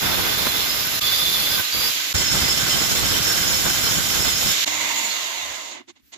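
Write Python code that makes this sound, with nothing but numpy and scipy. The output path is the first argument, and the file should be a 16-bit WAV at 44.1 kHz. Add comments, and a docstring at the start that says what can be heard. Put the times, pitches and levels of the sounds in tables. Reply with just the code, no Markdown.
"""At first an angle grinder saws through a steel drill bit spinning in an electric drill: abrasive grains tear
at the steel and make it ring and screech, sparks hiss, and the disc's air blast buffets the microphone. Then
the face of the disc lands on the stub and grinds it flat, with a roar and bursts of squealing. The grinder's
sound breaks off abruptly and the drill is heard alone: its rotor speeds up, is switched off and coasts to rest
with rattle and whine. Last, its gears rasp and clack as a hand nudges the chuck."""
import sys
import numpy as np
from scipy import signal
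from scipy.fft import rfft, irfft, next_fast_len
from scipy.io import wavfile

SR = 44100
rng = np.random.default_rng(int(sys.argv[2]) if len(sys.argv) > 2 else 0)


def to_wav(sig):
    """Store sig (one row per channel, or 1-D mono) as 16-bit WAV at the path in sys.argv[1].

    Samples outside -1..1 are clipped; the rate is SR.
    """
    pcm = np.clip(np.atleast_2d(sig), -1, 1) * 32767
    pcm = np.round(pcm).astype(np.int16)
    wavfile.write(sys.argv[1], SR, pcm.T)  # frames by channels


N = 272493
TIME = np.arange(N) / SR
SIZE = next_fast_len(N)
FREQS = np.maximum(np.arange(SIZE // 2 + 1) * SR / SIZE, 1)
EAR_PHASES = [[0], [np.pi / 2]]  # a quarter cycle between the two ears
# the grinder turns from the rim to the face of its disc, then its sound breaks off abruptly
TURN_S, GRINDER_END_S = 2.134, 4.651
# the drill's rotor speeds up, loses its power and comes to rest
SPEED_UP_S, POWER_OFF_S, REST_S = 4.8, 4.99, 5.835


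def from_db(db):
    """Decibels to gain."""
    return 10 ** (np.asarray(db) / 20)


def in_time(rows):
    """Each column of a curve at every sample."""
    s, *columns = np.transpose(rows)
    return [np.interp(TIME, s, column) for column in columns]


def shape(points):
    """Gain at every frequency from (frequency [Hz], level [dB]) points."""
    hz, db = np.transpose(points)
    return from_db(np.interp(np.log(FREQS), np.log(hz), db))


def filtered(x, gain):
    """Apply a frequency response."""
    return irfft(rfft(x, SIZE) * gain, SIZE)[..., :N]


def unit(x):
    """Scale a stereo sound so that the average of its two sides has rms 1."""
    return x / np.sqrt(np.mean(x.mean(axis=0) ** 2) + 1e-20)


def placed(x, side):
    """Share a sound between left and right, frequency by frequency."""
    ratio = shape(side)
    return filtered(x, np.array([ratio, np.ones_like(ratio)]) * np.sqrt(2 / (1 + ratio ** 2)))


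def drift(rate):
    """Smooth random wander with a spread of 1 that changes about rate times a second."""
    step, count = 32, 9000
    hz = np.arange(count // 2 + 1) * SR / step / count
    slow = irfft(rfft(rng.standard_normal(count)) / (1 + (hz / rate) ** 2))
    return np.interp(np.arange(N) / step, np.arange(count), slow / slow.std())


def held(start, end, attack_s, release_s):
    """Envelope: a straight rise, a hold, and an exponential release."""
    return np.clip((TIME - start) / attack_s, 0, 1) * np.exp(-np.maximum(TIME - end, 0) / release_s)


def swell(s, length):
    """Envelope: a bell around a moment."""
    return np.exp(-2 * np.minimum(((TIME - s) / length) ** 2, 20))


def noise():
    """Plain random noise, unrelated at the two ears."""
    return rng.standard_normal((2, N))


def hiss(spectrum):
    """Turbulence: noise with a given spectrum, unrelated at the two ears."""
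    return unit(filtered(noise(), shape(spectrum)))


def tones(lines, waver_db):
    """Steady tones whose level wavers."""
    out = 0
    for hz, db in lines:
        phase = rng.uniform(0, 2 * np.pi, (2, 1))
        tone = np.sqrt(2) * np.sin(2 * np.pi * hz * TIME + phase)
        out = out + from_db(db + waver_db * drift(5.5)) * tone
    return out


def impacts(per_s, spread_db):
    """Tiny blows of uneven size at random moments; each reaches the two ears differently."""
    sizes = from_db(spread_db * np.minimum(rng.exponential(1, N), 4))
    return (rng.random(N) < per_s / SR) * sizes * noise()


def ringing(force, modes, flicker_db, flicker_rate):
    """The contact point wanders, so each mode of the steel is driven by a share of its own."""
    out = 0
    for hz, width, db in modes:
        r = np.exp(-np.pi * width / SR)
        resonance = [1, -2 * r * np.cos(2 * np.pi * hz / SR), r * r]
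        drive = force * from_db(flicker_db * drift(flicker_rate))
        out = out + from_db(db) * unit(signal.lfilter([1, 0, -1], resonance, drive))
    return unit(out)


def squeal(force, modes, knee, flutter_hz, rise_hz=0):
    """Stick-slip limits its own swing, and its pitch flicks upward as the contact stiffens."""
    swing = signal.hilbert(ringing(force, modes, flicker_db=3.5, flicker_rate=32), SIZE)[:, :N]
    grip = drift(24)
    pulled_hz = flutter_hz * np.maximum(grip, 0) + rise_hz * np.abs(1 + .5 * grip)
    bend = 2 * np.pi * np.cumsum(pulled_hz) / SR
    return unit(np.real(swing * np.exp(1j * bend)) / np.sqrt(knee ** 2 + np.abs(swing) ** 2))


# tone of the quiet workshop: (frequency [Hz], relative level [dB])
ROOM = [(20, -38), (70, -5), (110, -7.5), (170, -13), (280, 0), (460, -26), (900, -25.5), (2000, -16),
        (6000, -24), (15000, -31.5)]


def room():
    """Faint steady noise of the workshop, strongest in the bass."""
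    return from_db(-69.0) * hiss(ROOM)


# mains hum of the drill's motor: (frequency [Hz], relative level [dB])
HUM = [(100, -9), (300, 0)]
# its level during the grinding and alone [dB], and its change as the rotor speeds up [dB]
HUM_WORKING_DB, HUM_ALONE_DB, HUM_SINK_DB = -59, -46, -6


def mains_hum(powered):
    """The motor hums, alike at both ears, until its power is cut; the hum sinks as the rotor speeds up."""
    sink_db = np.interp(TIME, [SPEED_UP_S, POWER_OFF_S], [0, HUM_SINK_DB])
    level_db = np.where(TIME < GRINDER_END_S, HUM_WORKING_DB, HUM_ALONE_DB + sink_db)
    return from_db(level_db) * powered * tones(HUM, waver_db=1.5)[0]


RUN_HZ, TOP_HZ, COAST_DECAY_S = 193, 239.3, 1.2  # rotor speeds in turns per s


def rotor_speed():
    """Turns per second: driven up to top speed, then slowed by air drag and dry friction."""
    driven = np.interp(TIME, [SPEED_UP_S, POWER_OFF_S], [RUN_HZ, TOP_HZ])
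    drag = np.exp(-np.maximum(TIME - POWER_OFF_S, 0) / COAST_DECAY_S)
    friction = np.exp(-(REST_S - POWER_OFF_S) / COAST_DECAY_S)
    return driven * np.maximum(drag - friction, 0) / (1 - friction)


# sound of the gearbox: (frequency [Hz], relative level [dB])
GEARBOX = [(20, -40), (60, -9), (150, -16.5), (300, -4.5), (450, -6), (620, -3), (1400, 0), (2300, 4),
           (3100, 5.5), (3700, 7.5), (5300, 0), (6700, 2), (7500, -3.5), (9000, -4), (14000, -44)]
# resonances of the drill's housing: (frequency [Hz], width [Hz], level above the gear noise [dB])
HOUSING = [(303, 66, 4.5), (644, 140, 8.5), (934, 56, 9), (1035, 70, 10.5), (2058, 81, 9.5),
           (2270, 63, -0.5), (2830, 38, 7), (3600, 130, 0), (4330, 60, 0), (6900, 830, 8.5)]


def housing(knocks):
    """Teeth knock through their backlash and sound the drill's housing."""
    peaks = 0
    for hz, width, db in HOUSING:
        peaks = peaks + from_db(db) ** 2 / (1 + (2 * (FREQS - hz) / width) ** 2)
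    return unit(filtered(knocks, shape(GEARBOX) * np.sqrt(1 + peaks)))


def tooth_pattern(turn, count=40):
    """Flaws of the teeth repeat with every turn of the rotor: a comb of tones that glides with the speed."""
    size = 1024
    orders = rng.standard_normal((2, count)) + 1j * rng.standard_normal((2, count))
    patterns = irfft(orders * (np.arange(count) > 6), size)  # leave out the lowest tones
    angles = np.arange(size) * 2 * np.pi / size
    return unit(np.array([np.interp(turn, angles, p, period=2 * np.pi) for p in patterns]))


def rattle(turn, pace, powered):
    """Random tooth knocks and the repeating tooth pattern shake the housing together."""
    # the load shifts between the two flanks of the teeth
    flank = 1.27 * drift(5.6)
    mesh = np.cos(flank) * tooth_pattern(turn) + np.sin(flank) * tooth_pattern(turn)
    knocks = unit(impacts(per_s=30000, spread_db=0.5)) * from_db(0.67 * drift(37))
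    # the gears sing more clearly once they coast
    mesh_share = .46 - .2 * powered
    return housing(knocks + mesh_share * mesh * np.sqrt(pace))


# gear tones: (multiple of the rotor speed, level while driven [dB re rattle], while coasting [dB re rattle])
WHINE = [(3, -29, -29), (11, -27, -26), (12, -20.5, -26), (13, -28, -17.5), (22, -26, -23),
         (26, -28, -15.5), (30, -22, -22), (39, -28, -14.5)]


def whine(turn, powered):
    """Each gear tone follows a multiple of the rotor speed and wavers in level."""
    out = 0
    for multiple, driven_db, coast_db in WHINE:
        level_db = coast_db + (driven_db - coast_db) * powered + 4 * drift(24)
        out = out + from_db(level_db) * np.sin(multiple * turn + rng.uniform(0, 2 * np.pi, (2, 1)))
    return out


# the unbalanced rotor shakes the drill most at certain speeds:
# (rotor speed [turns per s], level before the 4.5 dB cut below [dB])
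SHAKE = [(50, -72), (72, -52.5), (92, -46), (112, -65.5), (135, -74), (165, -58), (195, -50), (215, -45),
         (237, -47)]


def shake(speed, turn):
    """Imbalance makes one low swing per turn, strongest at the speeds where the drill resonates."""
    level_db = np.interp(speed, *np.transpose(SHAKE)) - 4.5 + 3.5 * drift(40)
    return from_db(level_db) * np.sqrt(2) * np.sin(turn + .5 * drift(40) + EAR_PHASES)


def chuck():
    """The chuck rings for a while: noise swells and fades through three resonances."""
    modes = [(2054, 35, -1.0), (2190, 120, -4), (915, 75, -6.5)]
    return from_db(-30.5) * swell(4.87, .29) * ringing(noise(), modes, flicker_db=4.0, flicker_rate=11)


def shrill(pace):
    """The gears turn shrill near top speed."""
    return from_db(-36) * pace ** 14 * ringing(noise(), [(7170, 380, 0)], flicker_db=3.0, flicker_rate=18)


# hiss of the carbon brushes, and also of the grinding sparks: (frequency [Hz], relative level [dB])
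SPARK_HISS = [(3000, -19), (7000, -24), (9800, -3), (10700, 0.5), (13500, 2.5), (15000, 2), (16000, -4)]


def brushes(pace):
    """The hiss of the carbon brushes fades faster than the gears."""
    return from_db(-37.0) * pace ** 1.08 * hiss(SPARK_HISS)


# squeaks of the drill: (time [s], length [s], frequency at that time [Hz], level [dB])
SQUEAKS = [(4.7, .07, 5460, -34), (4.99, .025, 7150, -26), (5.055, .025, 7070, -24.5),
           (5.115, 0.027, 4270, -28.5), (5.44, .02, 3670, -32)]
SQUEAK_FALL_HZ_PER_S, SQUEAK_JITTER_HZ = 1200, 60


def squeaks():
    """Brief, slightly falling, unsteady squeaks, as gear tones pass the drill's resonances."""
    out = 0
    for s, length, hz, db in SQUEAKS:
        pitch = hz - SQUEAK_FALL_HZ_PER_S * (TIME - s) + SQUEAK_JITTER_HZ * drift(120)
        tone = np.sqrt(2) * np.sin(2 * np.pi * np.cumsum(pitch) / SR + EAR_PHASES)
        out = out + from_db(db) * swell(s, length) * tone
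    return out


# gears: level coasting at full pace, gain while the motor drives them, level under the grinder
RATTLE_DB, DRIVEN_DB, DRILL_WORKING_DB = -28, 2, -10.5
RATTLE_LAW, SETTLE_S = 0.47, 0.14  # power law in speed; fade in the last turns


def drill():
    """Gear rattle, whine and shake follow the rotor; the mains hum ends when the power is cut."""
    speed = rotor_speed()
    pace = speed / speed.max()
    powered = held(0, POWER_OFF_S, attack_s=0.0098, release_s=0.028)
    # backlash makes the speed jitter, and under power it also wanders slowly
    unsteady = 1 + .006 * drift(45) + .012 * powered * drift(2)
    turn = 2 * np.pi * np.cumsum(speed * unsteady) / SR
    gear_level = from_db(RATTLE_DB + DRIVEN_DB * powered) * pace ** RATTLE_LAW
    gears = gear_level * (rattle(turn, pace, powered) + whine(turn, powered) * np.clip(speed / 90, 0, 1))
    running = (TIME >= GRINDER_END_S) * np.clip((REST_S - TIME) / SETTLE_S, 0, 1)
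    # under the grinder only the hum and fainter gears are heard
    working = from_db(DRILL_WORKING_DB) * (TIME < GRINDER_END_S)
    alone = gears + shake(speed, turn) + chuck() + shrill(pace) + squeaks() + brushes(pace)
    return mains_hum(powered) + working * gears + running * alone


# thud of the drill's body: (frequency [Hz], relative level [dB])
THUD = [(100, -38), (200, -3), (265, 4), (310, -1), (355, 14.5), (440, -28), (800, -39)]
# gears rasp and clack: (time [s], length setting [s], teeth level before dulling [dB],
# dull above [Hz], thud level [dB])
RASPS = [(4.678, 0.0031, -21, 12500, -45), (5.723, 0.014, -38, 10020, -58), (5.766, 0.026, -38, 3000, -53),
         (5.806, 0.0062, -60, 3000, -47), (5.894, 0.01, -43, 7500, -48.5),
         (5.968, 0.0092, -54.5, 4500, -77), (5.999, .005, -65, 6000, -67), (6.135, 0.0083, -40, 9100, -72),
         (6.16, 0.0094, -48, 7000, -55)]
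# a rasp catches quickly and runs out more slowly (shares of its length setting, doubled below)
RASP_RISE, RASP_FALL = 0.87, 1.23


def rasps():
    """Short turns of the chuck drag the gear teeth over each other and jog the drill's body."""
    teeth = housing(impacts(per_s=26000, spread_db=3.0))
    body = hiss(THUD)
    out = 0
    for s, length, db, dull_hz, thud_db in RASPS:
        stroke = swell(s, 2 * length * np.where(TIME < s, RASP_RISE, RASP_FALL))
        dull = signal.butter(2, min(dull_hz, SR / 2 - 1), fs=SR, output="sos")
        out = out + stroke * (from_db(db) * signal.sosfilt(dull, teeth) + from_db(thud_db) * body)
    return out


# skin sliding on the chuck: (frequency [Hz], relative level [dB])
SKIN = [(100, -6), (300, 6), (850, -20), (1600, -3), (3000, -1), (7000, -2), (10000, -8), (12500, 5),
        (15000, 0.5)]


def hand():
    """A hand brushes the chuck: one soft swell of hiss."""
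    return from_db(-60.5) * swell(6.085, .076) * hiss(SKIN)


# the landing disc, then the hand, bumps the drill: (time [s], frequency [Hz], decay [s], level [dB])
BUMPS = [(2.143, 85, .018, -17), (6.03, 68, .03, -58)]


def bumps():
    """Each bump sets the drill rocking for a few cycles."""
    out = 0
    for s, hz, decay_s, db in BUMPS:
        rocking = np.sin(2 * np.pi * hz * (TIME - s) + EAR_PHASES)
        out = out + from_db(db) * held(s, s, 0.0045, decay_s) * rocking
    return out


# level of the grinder's motor and fan: (time [s], level [dB])
GRINDER_LEVEL = [(0, -29), (.95, -28), (1.65, -28.5), (1.95, -26.5), (2.12, -28.5), (2.2, -28.5),
                 (4.4, -29.5), (4.64, -22)]
# rush of the fan: (frequency [Hz], relative level [dB])
FAN = [(60, -21), (140, -9), (300, -18), (800, -15.5), (1400, -3.5), (2200, 3.5), (3000, 5.5), (3800, 7),
       (5000, 2), (6200, 2), (7300, 2.5), (9000, -21), (12000, -1.5), (15000, -16.5)]
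# hum of the disc while the steel bears fully on it: (frequency [Hz], level [dB])
DISC_HUM = [(174.5, -52), (349, -55), (526, -57), (700, -57)]
DISC_FREE_DB, DISC_WAVER_DB = -17, 2.5  # change when it spins free; unsteadiness


def motor(touch):
    """The fan rushes all the time; the disc hums mainly while the steel bears on it."""
    rush = from_db(in_time(GRINDER_LEVEL)[0]) * hiss(FAN)
    return rush + np.maximum(touch, from_db(DISC_FREE_DB)) * tones(DISC_HUM, DISC_WAVER_DB)


# the disc snags for a moment: (time [s], length [s], extra load [dB], extra air blast [dB])
SNAGS = [(0.47, 0.0067, 10, -5.5), (1.594, 0.017, 5, 2), (2.144, 0.018, 1, 3.5), (2.35, .025, 2.5, 2.5),
         (2.469, .02, 1, -1), (2.752, 0.033, 4.5, 3), (2.819, 0.013, 6.5, 8), (3.028, 0.022, 6, 4.5),
         (3.1, 0.096, 2.5, 5.5), (3.502, 0.034, 3.5, -1), (3.675, 0.037, 7, 3), (3.884, 0.024, 7, 1.5),
         (3.975, 0.049, 4.5, 5.5), (4.158, .018, 5, 3), (4.2, 0.024, 5, 4.5), (4.274, 0.034, 7, 5),
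         (4.42, .02, 2.5, -4)]


def snags_db():
    """Extra load, heard as roar, and extra air blast in dB while the disc snags."""
    return sum(np.outer([load_db, blast_db], swell(s, length)) for s, length, load_db, blast_db in SNAGS)


# the rim is pushed into the bit: (start [s], end [s], load at the start [dB],
# change of load [dB per s], sparks [dB])
PUSHES = [(0.0, 1.0, 0, -10.5, -30.5), (1.01, 1.61, -8.5, 0.5, -28), (1.728, 1.9, -8, -6, -29.5)]
PUSH_ATTACK_S, PUSH_RELEASE_S = 0.018, 0.011
SPARKS_RELEASE_S = .05  # sparks fly on for a moment after a push
GRAZE_SPARKS_DB = -37.5  # between pushes the rim only grazes
EASE_IN_DB, EASE_IN_S = -4, .05  # the first push takes a moment to bear down fully
HAND_WOBBLE_DB = .5  # unsteadiness of the hand that holds the grinder


def rim_contact():
    """Load on the rim and the sparks it throws, as gains: the load drifts during each push."""
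    load, sparks = 0, 0
    for start, end, load_db, db_per_s, sparks_db in PUSHES:
        push = held(start, end, PUSH_ATTACK_S, PUSH_RELEASE_S)
        easing_db = db_per_s * np.clip(TIME - start, 0, end - start)
        load = np.maximum(load, push * from_db(load_db + easing_db))
        flying = held(start, end, PUSH_ATTACK_S, SPARKS_RELEASE_S)
        sparks = np.maximum(sparks, flying * from_db(sparks_db))
    ease_in_db = EASE_IN_DB * np.exp(-TIME / EASE_IN_S)
    load = load * from_db(snags_db()[0] + ease_in_db + HAND_WOBBLE_DB * drift(5.7))
    return load, np.hypot(sparks, from_db(GRAZE_SPARKS_DB) * (TIME < TURN_S))


DISC_HZ, BUZZ_DB = 174.5, 2.2  # average turns per s; swing of the buzz


def bite(disc_hz, runout_db):
    """Contact force: the disc is slightly out of round and bites harder once a turn."""
    turns = np.cumsum(disc_hz * (1 + .008 * drift(1.6))) / SR
    force = from_db(runout_db * np.sin(2 * np.pi * turns))
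    return force / np.sqrt(np.mean(force ** 2))


# two bending modes of the bit screech when the cut pinches:
# (start [s], end [s], lower level at the start [dB], upper level at the start [dB], fading [dB per s])
PINCHES = [(0.026, .62, -33.5, -46, 1), (1.008, 1.56, -27, -32.5, 3), (1.712, 1.9, -40, -30, 6)]
PINCH_ATTACK_S, PINCH_RELEASE_S = 0.011, 0.029


def pinching():
    """Gains of the lower and the upper screech."""
    lower, upper = 0, 0
    for start, end, low_db, high_db, fade_db_per_s in PINCHES:
        fade = from_db(-fade_db_per_s * np.clip(TIME - start, 0, end - start))
        pinch = held(start, end, PINCH_ATTACK_S, PINCH_RELEASE_S) * fade
        lower = np.hypot(lower, from_db(low_db) * pinch)
        upper = np.hypot(upper, from_db(high_db) * pinch)
    return lower, upper


# scrape of the rim: (frequency [Hz], relative level [dB])
CUT_SCRAPE = [(100, -8.5), (300, 5), (900, 3), (1500, 3), (2600, 0.5), (4000, -10.5), (5400, -1),
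              (6200, -22), (7400, -29), (8100, -9), (10000, -11), (12000, -11)]
# resonances of the whole bit: (frequency [Hz], width [Hz], relative level [dB])
BIT_MODES = [(1215, 27, -7), (1545, 65, -2), (2062, 50, -1.5), (3800, 160, -2), (4170, 50, 1),
             (4725, 60, -4), (4900, 60, -3), (5060, 50, -3), (5420, 70, -4.5)]
# a pinch also rasps in the modes around the screeches: (frequency [Hz], width [Hz], relative level [dB])
PINCH_MODES = [(3325, 35, -1), (3640, 60, 2), (3870, 60, -3), (4060, 40, -3), (4240, 45, 0), (4400, 90, -3),
               (5255, 60, -6)]
# the two screeches of the pinched bit: (frequency [Hz], width [Hz], relative level [dB])
LOW_SCREECH = [(3495, 24, 4), (3520, 80, -3)]
HIGH_SCREECH = [(4735, 35, 0), (4905, 35, -5), (5080, 70, -15)]
# scrape at full load and while grazing, ring while attached, and pinch rasp relative to the lower screech
CUT_SCRAPE_DB, GRAZE_SCRAPE_DB, CUT_RING_DB, PINCH_RING_DB = -26.5, -45.5, -35.5, -5


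def cutting(force, load):
    """The rim saws into the long bit, which rings and screeches."""
    grains = force * impacts(per_s=26000, spread_db=2.0)
    scrape_level = np.hypot(from_db(CUT_SCRAPE_DB) * load, from_db(GRAZE_SCRAPE_DB))
    scrape = scrape_level * unit(filtered(grains, shape(CUT_SCRAPE)))
    # the bit rings as long as the rim touches it, more weakly as the tip drops off
    attached = np.interp(TIME, [1.9, 2.0], [1, .7])
    ring = attached * from_db(CUT_RING_DB) * ringing(grains, BIT_MODES, flicker_db=5.0, flicker_rate=13)
    lower, upper = pinching()
    rasp = from_db(PINCH_RING_DB) * lower * ringing(grains, PINCH_MODES, flicker_db=1.5, flicker_rate=23)
    low = lower * squeal(grains, LOW_SCREECH, knee=3.0, flutter_hz=8.04)
    high = upper * squeal(grains, HIGH_SCREECH, knee=2.4, flutter_hz=7.45)
    screech = (low + high) * bite(DISC_HZ, BUZZ_DB)  # buzzes once a turn
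    # a light touch draws a thinner squeal, which swells up and lasts until the next push
    thin_level = from_db(-36) * held(0.5, 1.0, attack_s=0.17, release_s=.005)
    thin = thin_level * squeal(grains, [(5200, 95, 0)], knee=3.5, flutter_hz=30)
    return (scrape + ring + rasp + screech + thin) * (TIME < TURN_S)


# scrape of the disc's face: (frequency [Hz], relative level [dB])
FACE_SCRAPE = [(100, -7), (300, -8), (800, -6), (1300, -6.5), (1800, -5), (2400, -3.5), (3600, -3),
               (4500, -2), (5600, 4.5), (6300, -3.5), (8100, -0.5), (9500, -5), (12000, -54)]
# low roar of the face chattering on the stub: (frequency [Hz], relative level [dB])
ROAR = [(80, -17), (250, -0.5), (500, -1), (900, -3.5), (1400, -1), (2200, -16.5), (5000, -39)]
# resonances of the stub: (frequency [Hz], width [Hz], relative level [dB])
STUB_MODES = [(1550, 110, -4.5), (2045, 60, -7.5), (3103, 60, -3.5), (3530, 200, -5), (4180, 30, -8),
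              (6920, 35, -8), (8130, 70, -11), (9900, 120, -13), (11580, 150, -8.5)]
# lower and upper squeal of the stub: (frequency [Hz], width [Hz], relative level [dB])
LOW_SQUEAL = [(5190, 30, 6), (5215, 70, -3), (5290, 210, -11)]
HIGH_SQUEAL = [(6760, 53, 3), (6580, 98, -8)]
# bursts of the lower squeal, pulled up in pitch by a tightening grip:
# (time [s], length [s], level [dB], typical rise [Hz])
SQUEALS = [(2.19, .05, -31, 0), (2.265, .07, -30, 110), (2.32, .035, -28.5, 20), (2.43, .15, -30.5, 0),
           (2.52, .05, -28, 15), (2.59, .035, -31, 110), (2.72, .055, -30, 0), (2.8, .04, -28.5, 70),
           (2.855, .035, -32, 80), (2.965, .035, -33, 80), (3.05, .05, -34, 170), (3.11, .04, -32, 20),
           (3.17, .04, -32, 260), (3.24, .04, -29.5, 80), (3.3, .06, -27.5, 170), (3.345, .04, -30.5, 20),
           (3.46, .1, -31, 75), (3.555, .06, -29.5, 80), (3.713, .05, -30.5, 90), (3.84, .04, -31, 180),
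           (3.885, .045, -30, 30), (3.96, .05, -34, 170), (4.12, .035, -32.5, 70), (4.236, .06, -28, 5),
           (4.35, .11, -30, 10), (4.49, .074, -29.5, 50)]
# the upper squeal lapses: (time [s], length [s], change of level [dB])
LAPSES = [(2.748, 0.035, -8), (3.17, 0.098, -14)]
FACE_SCRAPE_DB, FACE_RING_DB, ROAR_DB = -27.5, -31.5, -34  # at a load of 0 dB
SCRAPE_FOLLOWS, CHATTER_DB = 0.32, 0.3  # share of the load's swing in the scrape; swing of the chatter
LOW_SQUEAL_DB, HIGH_SQUEAL_DB = -38.5, -34  # lower between bursts; upper between lapses
FACE_END_S, FACE_ATTACK_S, FACE_RELEASE_S = 4.52, .006, 0.088


def facing(force, load_db):
    """The face of the disc rubs the short stub, which roars under load and squeals higher and in bursts."""
    grains = force * impacts(per_s=20000, spread_db=1.3)
    scrape_level = from_db(FACE_SCRAPE_DB + SCRAPE_FOLLOWS * load_db)
    scrape = scrape_level * unit(filtered(grains, shape(FACE_SCRAPE)))
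    chatter = force * impacts(per_s=5000, spread_db=1.0)
    roar_level = from_db(ROAR_DB + load_db + CHATTER_DB * drift(30))
    roar = roar_level * unit(filtered(chatter, shape(ROAR)))
    ring_level = from_db(FACE_RING_DB + .5 * load_db)
    ring = ring_level * ringing(grains, STUB_MODES, flicker_db=4.0, flicker_rate=18)
    bursts = sum(from_db(db) * swell(s, length) for s, length, db, rise in SQUEALS)
    rise_hz = sum(rise * swell(s, length) for s, length, db, rise in SQUEALS)
    low_level = np.hypot(bursts, from_db(LOW_SQUEAL_DB))
    low = low_level * squeal(grains, LOW_SQUEAL, knee=1.5, flutter_hz=20, rise_hz=rise_hz)
    lapse_db = sum(db * swell(s, length) for s, length, db in LAPSES)
    # the upper squeal wavers by itself
    high_level = from_db(HIGH_SQUEAL_DB + lapse_db + 2 * drift(25))
    high = high_level * squeal(grains, HIGH_SQUEAL, knee=0.99, flutter_hz=25.24)
    touching = held(TURN_S, FACE_END_S, FACE_ATTACK_S, FACE_RELEASE_S)
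    return (scrape + roar + ring + low + high) * touching


FACE_SPARKS_DB = -28  # when the stub is hot and the load is 0 dB
COLD_SPARKS_DB, HEATING_S = -5.5, 0.96  # the sparks build up as the stub heats


def sparks(force, rim_sparks, stream):
    """Sparks crackle so densely that they hiss."""
    cold_db = COLD_SPARKS_DB * np.exp(-np.maximum(TIME - TURN_S, 0) / HEATING_S)
    level = rim_sparks + from_db(FACE_SPARKS_DB + cold_db) * stream
    return level * unit(filtered(force * impacts(per_s=30000, spread_db=0.0), shape(SPARK_HISS)))


# air blast of the disc at the microphone: (frequency [Hz], relative level [dB])
BLAST = [(15, -30), (30, -14.5), (65, -0.5), (115, -2.5), (200, -4.5), (350, -15), (800, -33),
         (2000, -58.5)]
CUT_BLAST_DB, FACE_BLAST_DB, BUFFET_DB = -34.5, -36, 2.2  # at a load of 0 dB; lumpiness


def air_blast(rim_load, stream, snag_db):
    """Air flung off by the disc buffets the microphone in lumps."""
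    level = from_db(CUT_BLAST_DB) * rim_load + from_db(FACE_BLAST_DB) * stream
    return level * from_db(snag_db + BUFFET_DB * drift(28)) * hiss(BLAST)


# how hard the face is pressed on the stub: (time [s], load [dB])
FACE_LOAD = [(2.15, 1.5), (2.21, -2), (2.27, -8), (2.35, 0), (2.55, -1), (2.65, -1.5), (3.1, -1),
             (3.45, -1.5), (3.8, -3.5), (4.25, -2), (4.34, -10.5), (4.43, -0.5), (4.52, -4)]
# balance of the grinder: (frequency [Hz], left minus right [dB])
GRINDER_SIDE = [(60, -1), (300, -2.5), (900, -3.5), (2300, -2), (3600, -6.5), (5200, -4.5), (7000, -4),
                (8200, -0.5), (14000, -2)]
STREAM_FOLLOWS, STREAM_RELEASE_S = 0.5, 0.017  # share of the load's swing in the blast and sparks


def grinder():
    """Fan rush and disc hum, grinding contact, and the spark stream and lumpy air blast."""
    force = from_db(1.0 * drift(28))  # the disc judders on the spinning bit
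    snag_load_db, snag_blast_db = snags_db()
    rim_load, rim_sparks = rim_contact()
    face_db = in_time(FACE_LOAD)[0] + HAND_WOBBLE_DB * drift(6.5)
    pressed = held(TURN_S, FACE_END_S, FACE_ATTACK_S, STREAM_RELEASE_S)
    stream = from_db(STREAM_FOLLOWS * face_db) * pressed
    contact = cutting(force, rim_load) + facing(force, face_db + snag_load_db)
    flung = sparks(force, rim_sparks, stream) + air_blast(rim_load, stream, snag_blast_db)
    whole = motor(np.sqrt(rim_load) + stream) + contact + flung
    return placed(whole, GRINDER_SIDE) * (TIME < GRINDER_END_S)


# balance of the drill and the hand: (frequency [Hz], left minus right [dB])
DRILL_SIDE = [(60, -14), (110, 12), (200, -6), (380, -0.5), (700, -4.5), (1290, -3), (2380, -3.5),
              (4400, -9), (8120, -6), (15000, 1)]


def scene():
    """The quiet workshop, the drill with the hand on it, and the grinder."""
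    return room() + placed(drill() + rasps() + hand(), DRILL_SIDE) + bumps() + grinder()


# the level dips briefly and swells back: (time [s], change of level [dB])
DIPS = [(.997, -15), (2.13, -19), (4.647, -19)]
CUTOFF_HZ = 15300


def record(dry):
    """Three brief dips in level, a dip in the treble around 9 kHz, and a cut top."""
    dip_db = 0
    for s, depth_db in DIPS:
        drop = np.clip((TIME - s) / 0.0033 + .5, 0, 1)
        recovery = np.clip((s + 0.017 - TIME) / 0.0091, 0, 1)
        dip_db = dip_db + depth_db * drop * recovery
    notch_hz, notch_width_hz, notch_db = 8850, 480, -26
    colour = from_db(notch_db * np.exp(-((FREQS - notch_hz) / notch_width_hz) ** 2))
    top = 1 / np.sqrt(1 + (FREQS / CUTOFF_HZ) ** 400)
    return filtered(dry * from_db(dip_db), colour * top)


dry = scene()
out = record(dry)
to_wav(out)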